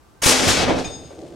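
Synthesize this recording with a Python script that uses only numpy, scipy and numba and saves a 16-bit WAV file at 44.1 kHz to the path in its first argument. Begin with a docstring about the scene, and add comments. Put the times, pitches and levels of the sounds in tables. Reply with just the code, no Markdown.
"""Air cannon in a tarpaulin shelter

A homemade air cannon fires close to a sheet-metal duct. The valve spits, the jet hisses and dulls as
the tank empties, the plug leaves with a thump and the last air gulps out of the barrel. Gusts buffet
the microphone, the tarpaulin slaps, billows and crinkles, and a small metal tube is left ringing."""
import sys
import numpy as np
from scipy import signal
from scipy.fft import rfft
from scipy.io import wavfile
from scipy.ndimage import uniform_filter1d
from numba import njit

SR = 44100
rng = np.random.default_rng(int(sys.argv[2]) if len(sys.argv) > 2 else 0)


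def pcm_store(signal):
    """Save signal as 16-bit PCM."""
    levels = np.round(np.clip(np.atleast_2d(signal), -1, 1) * 32767)
    wavfile.write(sys.argv[1], SR, levels.astype(np.int16).T)


N = 59535
T = np.arange(N) / SR
SIDES = np.array([[1], [-1]])  # left, right


def undb(db):
    return 10 ** (np.asarray(db) / 20)


def unit(x):
    return x / np.sqrt(np.mean(x ** 2))


def outline(points):
    """EQ curve: a gain for each frequency, drawn through (freq_hz, gain_db) points."""
    hz, db = np.array(points).T
    return undb(np.interp(np.log(np.fft.rfftfreq(N, 1 / SR) + 1), np.log(hz), db))


def colour(x, points, peaks=()):
    """Filter by an EQ curve with resonances on top; the result has rms 1."""
    freqs, gain = np.fft.rfftfreq(N, 1 / SR), outline(points)
    for hz, width, lift in peaks:
        gain = gain * undb(lift / (1 + (2 * (freqs - hz) / width) ** 2))
    return unit(np.fft.irfft(rfft(x) * gain, N))


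def noise(side_db):
    """Stereo white noise, wider as side_db rises."""
    mid, side = rng.standard_normal((2, N))
    return mid + undb(side_db) * side * SIDES


def pan(db):
    """Channel gains that put the left db above the right."""
    return undb(SIDES * db / 2)


def walk(rate_hz):
    """Smooth random wander with rms 1."""
    span = max(int(SR / rate_hz), 2)
    return unit(uniform_filter1d(uniform_filter1d(rng.standard_normal(N), span), span))


def envelope(start, rise, hold, t60):
    """Straight rise, hold, exponential release; times in seconds."""
    released_s = np.maximum(T - start - rise - hold, 0)
    return np.clip((T - start) / rise, 0, 1) * np.exp(-np.log(1000) * released_s / t60)


@njit
def lowpass(x, hz):
    """Two-pole low-pass with a moving corner."""
    y, band_state, low_state = np.empty(len(x)), 0., 0.
    for i in range(len(x)):
        g = np.tan(np.pi * hz[i] / SR)
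        band = (band_state + g * (x[i] - low_state)) / (1 + g * (g + 1.414))
        y[i] = low_state + g * band
        band_state, low_state = 2 * band - band_state, low_state + 2 * g * band
    return y


def outdoor_air():
    """A quiet, steady outdoor bed with a faint hum in it."""
    # tone of the bed: freq_hz, gain_db
    bed_eq = [(15, -54), (25, -36), (54, -5), (257, -16), (335, -11.5), (558, -19.5), (903, -17.5),
              (1000, -23), (1280, -21), (1500, -26.5), (2430, -30.5), (8550, -35.5), (15000, -44)]
    # humming bands: centre_hz, width_hz, lift_db
    hums = [(77, 14, 6.5), (1038, 18, 13.5), (1172, 35, 10.5), (1558, 24, 15)]
    return colour(noise(side_db=-3.5), bed_eq, hums) * undb(-52)


def valve_spit():
    """Short whistling puffs through the valve gap as it cracks open, then surges once more."""
    # spurts of air: start_s, rise_s, hold_s, t60_s, level_db
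    spurts = [(0.2176, 0.0063, 0.0038, 0.013, -19), (0.228, .008, 0.0099, .12, -25),
              (0.259, 0.0024, 0.038, 0.088, -22), (0.477, .004, 0.012, 0.1, -21.5)]
    # tone of a spurt: freq_hz, gain_db
    spit_eq = [(100, 7.5), (500, -2), (1800, 6), (4000, -4), (9500, -1.5), (12500, -12), (15500, -14)]
    # whistles and notches of the gap: centre_hz, width_hz, lift_db
    whistles = [(2780, 53, 11), (2980, 52, 6), (3520, 110, -8), (6520, 180, 13), (9850, 300, -1),
                (11900, 180, 7)]
    puffs = sum(envelope(*timing) * undb(db) for *timing, db in spurts)
    return colour(noise(side_db=-8), spit_eq, whistles) * puffs


def gusts():
    """Displaced air buffets the microphone, mostly on the right."""
    # buffets: start_s, rise_s, hold_s, t60_s, level_db, left_over_right_db
    buffets = [(.22, 0.062, .04, 0.078, -33, -3), (0.387, .015, .02, .15, -39.5, -17),
               (0.46, 0.011, 0.027, 0.25, -24.5, -12.5), (0.564, 0.022, 0.18, 0.33, -31.5, -13),
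               (0.843, 0.008, 0.019, 0.32, -36, -10), (0.944, 0.033, 0.08, 0.4, -44.5, -1.5)]
    # tone of the wind rumble: freq_hz, gain_db
    rumble_eq = [(15, -4), (40, -7.5), (80, 3), (120, 2), (180, -8.5), (300, -2), (900, -65)]
    force = sum(envelope(*timing) * undb(db) * pan(lean) for *timing, db, lean in buffets)
    return colour(noise(side_db=-8), rumble_eq) * force


def plume():
    """Turbulence that leans left in the upper mids and spreads wide at the very top."""
    # direction: freq_hz, left_over_right_db
    lean = [(1000, 3.5), (3500, 3.5), (7000, 2.6), (10000, 0), (14000, -.5)]
    # stereo width: freq_hz, side_db
    spread = [(1000, -3.5), (3000, -11), (6500, -11), (9500, -6), (13000, 2.5)]
    mid, side = rfft(rng.standard_normal((2, N)))
    spectrum = mid + SIDES * side * outline(spread)
    return np.fft.irfft(spectrum * outline(lean) ** (SIDES / 2), N)


def jet():
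    """Turbulent air through the duct: a hiss that dulls as tank pressure drops, and a longer roar."""
    # fader rides of the two layers: time_s, hiss_db, roar_db
    rides = [(0.23, -24.5, -21.5), (0.24, -17.5, -35), (0.25, -20, -42), (0.264, -15, -19.5),
             (0.298, -13, -19), (0.376, -19.5, -23), (0.468, -21.5, -19.5), (0.5, -14, -21),
             (0.54, -19.5, -24), (0.634, -19.5, -19.5), (0.672, -27.5, -22), (0.69, -20.5, -18),
             (0.772, -32.5, -24.5), (0.786, -28.5, -22), (0.838, -39, -32.5), (0.848, -37, -30.5),
             (0.972, -52, -44), (1.0, -53, -48)]
    # low-pass sweep on the hiss: time_s, corner_hz
    sweep = [(.23, 14000), (.29, 10100), (.35, 6700), (.49, 7430), (.62, 4800), (.69, 3120), (.75, 3340),
             (.79, 5400)]
    # tone of the hiss: freq_hz, gain_db
    hiss_eq = [(300, -14), (900, -2), (1500, -1), (2600, -0.5), (4200, 0), (6000, 0.16), (8500, -1),
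               (10500, -4), (12500, -9), (15500, -13)]
    # tone of the low roar: freq_hz, gain_db
    roar_eq = [(90, -13), (170, -7), (260, -3), (400, -1), (600, -2.5), (800, -3), (1050, -14.5),
               (1600, -14), (4000, -70)]
    # resonances of barrel and duct: centre_hz, width_hz, lift_db
    duct = [(180, 16, 8.5), (257.5, 15, 11.5), (471, 36, 3.5), (565, 38, 4), (2277, 34, 7.5), (2570, 34, 7),
            (2770, 16, 1), (3310, 64, 2), (5140, 70, 2), (5570, 80, 4), (6270, 170, 1.5), (6700, 50, 1),
            (7330, 39, -1), (8400, 52, -4)]
    open_s, opening_s, release_db_per_s = .2295, 0.002, 50
    hiss_flutter_db, roar_flutter_db = 0.65, 0.58
    times, hiss_db, roar_db = np.array(rides).T
    corner_hz = np.interp(T, *np.array(sweep).T)
    hiss = unit(np.array([lowpass(channel, corner_hz) for channel in colour(plume(), hiss_eq, duct)]))
    hiss *= undb(np.interp(T, times, hiss_db) - 0.04 + hiss_flutter_db * walk(110))
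    roar = colour(noise(side_db=-6), roar_eq, duct)
    roar *= undb(np.interp(T, times, roar_db) - 0.5 + roar_flutter_db * walk(67))
    opening = np.clip((T - open_s) / opening_s, 0, 1)
    release = undb(-release_db_per_s * np.maximum(T - times[-1], 0))
    return (hiss + roar) * opening * release


def plug_thump():
    """One pressure swing, well to the left, as the plug clears the muzzle."""
    start_s, length_s = .2613, 0.002
    swing = -np.sin(np.pi * np.clip((T - start_s) / length_s, 0, 1))
    return swing * undb(-10) * pan(db=15)


def tarpaulin_slaps():
    """The sheet snaps taut with a dull, short note."""
    # slaps: start_s, level_db, centre_hz
    slaps = [(0.405, -18.5, 736), (0.901, -31.5, 492), (1.105, -32.5, 570)]
    skirt = 2 ** 0.32  # about a third of an octave each way
    out = 0
    for start, db, hz in slaps:
        band = [(hz / 8, -50), (hz / skirt, -6), (hz, 0), (hz * skirt, -10), (hz * 8, -60)]
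        snap = envelope(start, rise=0.0031, hold=0, t60=0.068) * undb(db)
        out = out + colour(noise(side_db=-8.5), band) * snap
    return out


def tank_gulp():
    """The last air leaves in uneven pulses, each smeared on its way down the ringing barrel."""
    # tone of the gulp: freq_hz, gain_db
    gulp_eq = [(120, -37), (290, -3.5), (420, -8), (560, -1), (800, -13), (1000, -6.5), (1500, -18),
               (3000, -23), (8000, -73)]
    # resonances of the emptied barrel: centre_hz, width_hz, lift_db
    barrel = [(293, 55, 8.5), (540, 45, 4)]
    pulse_hz, jitter, flutter_db = 289.3, 0.11, 2
    cycles = np.floor(np.cumsum(pulse_hz * (1 + jitter * walk(249.7))) / SR)
    pulses = np.diff(cycles, prepend=0) * undb(flutter_db * walk(360))
    puffs = signal.fftconvolve(pulses, envelope(0, rise=0.00043, hold=0, t60=0.01))[:N]
    swirl = unit(puffs) * noise(side_db=-7)
    buzz = undb(-4.5) * unit(pulses - pulses.mean())
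    level = envelope(.676, rise=0.0052, hold=.035, t60=0.13) * undb(-18)
    return colour(buzz + swirl, gulp_eq, barrel) * level


def tarpaulin_rustle():
    """The sheet billows in dull swells and crinkles in tiny clicks, with a few sharper creases."""
    # billows: start_s, rise_s, hold_s, t60_s, level_db
    billows = [(0.892, 0.037, .1, 0.53, -42), (1.113, 0.022, 0.041, .25, -45),
               (1.171, 0.029, 0.048, 0.47, -38), (1.3, 0.035, .04, .3, -41)]
    # tone of a billow: freq_hz, gain_db
    billow_eq = [(25, -26), (80, -6), (140, -4.5), (200, -10.5), (350, 0), (480, -5), (650, -8), (830, -14),
                 (1100, -35), (2500, -65)]
    # tone of crinkles and creases: freq_hz, gain_db
    crinkle_eq = [(500, -9), (1200, 4.5), (3500, 6.5), (7000, 2), (9500, -2.5), (12000, -32), (15000, -50)]
    # sharp creases: start_s, level_db
    crease_hits = [(1.124, -54), (1.189, -47), (1.216, -46), (1.303, -57)]
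    clicks_per_s = 2800
    clicks = (rng.random(N) < clicks_per_s / SR) * undb(-0.5 * np.minimum(rng.exponential(size=N), 5))
    crinkle = colour(clicks * noise(side_db=-14), crinkle_eq)
    crinkle *= envelope(0.84, rise=0.04, hold=0.41, t60=2.5) * undb(-57.5)
    creases = colour(noise(side_db=-2.5), crinkle_eq)
    creases *= sum(envelope(start, rise=.001, hold=0, t60=.025) * undb(db) for start, db in crease_hits)
    swells = sum(envelope(*timing) * undb(db) for *timing, db in billows)
    return colour(noise(side_db=-33), billow_eq) * swells + (crinkle + creases) * pan(db=4)


def tube_ring():
    """A knocked metal tube rings in close pairs of bending modes, dipping each half turn as it settles."""
    # bending modes: pitch_hz, level_db, t60_s, rise_s, dip_depth (0-1)
    modes = [(2456, -32.5, 0.21, 0.004, 0.7), (3630, -33.5, .53, 0.019, 0.36), (5006, -35, 0.61, 0.02, 1),
             (6560, -28.5, 0.58, 0.016, 1), (8269, -46, 0.82, 0.013, .25), (10030, -58, .9, .02, .4)]
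    knock_s, split_hz, twin_db = .843, 18.8, -14
    dip_s, half_turn_s, settle_s = 0.894, 0.12, 0.22
    end_on = 1 - np.abs(np.sin(np.pi * (T - dip_s) / half_turn_s)) ** 1.1
    end_on *= np.exp(-np.maximum(T - dip_s, 0) / settle_s)
    age, out = T - knock_s, 0
    for hz, db, t60, rise, depth in modes:
        phase = 2 * np.pi * (hz * age + rng.random())
        pair = np.sin(phase) + undb(twin_db) * np.sin(phase + 2 * np.pi * split_hz * age)
        out = out + pair * envelope(knock_s, rise, 0, t60) * undb(db) * (1 - depth * end_on)
    return out * pan(db=7)


def shelter(x):
    """Add short diffuse reflections off the tarpaulin walls."""
    tail = rng.standard_normal((2, N)) * envelope(0.0041, rise=0.0029, hold=0, t60=0.19)
    tail /= np.sqrt(np.sum(tail ** 2, axis=1, keepdims=True))
    return x + undb(-11) * signal.fftconvolve(x, tail, axes=1)[:, :N]


def scene():
    """Escaping air and tarpaulin reflect in the shelter; thump, tube, gusts and bed stay dry."""
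    bed = outdoor_air()
    reflected = shelter(valve_spit() + jet() + tank_gulp() + tarpaulin_rustle() + tarpaulin_slaps())
    return reflected + plug_thump() + tube_ring() + gusts() + bed


def record(dry):
    """Flatten peaks at full scale, then cut the very top steeply."""
    top_hz = 15800
    high_cut = signal.ellip(10, .2, 70, top_hz, fs=SR, output="sos")
    return signal.sosfilt(high_cut, np.clip(dry, -1, 1))


dry = scene()
out = record(dry)
pcm_store(out)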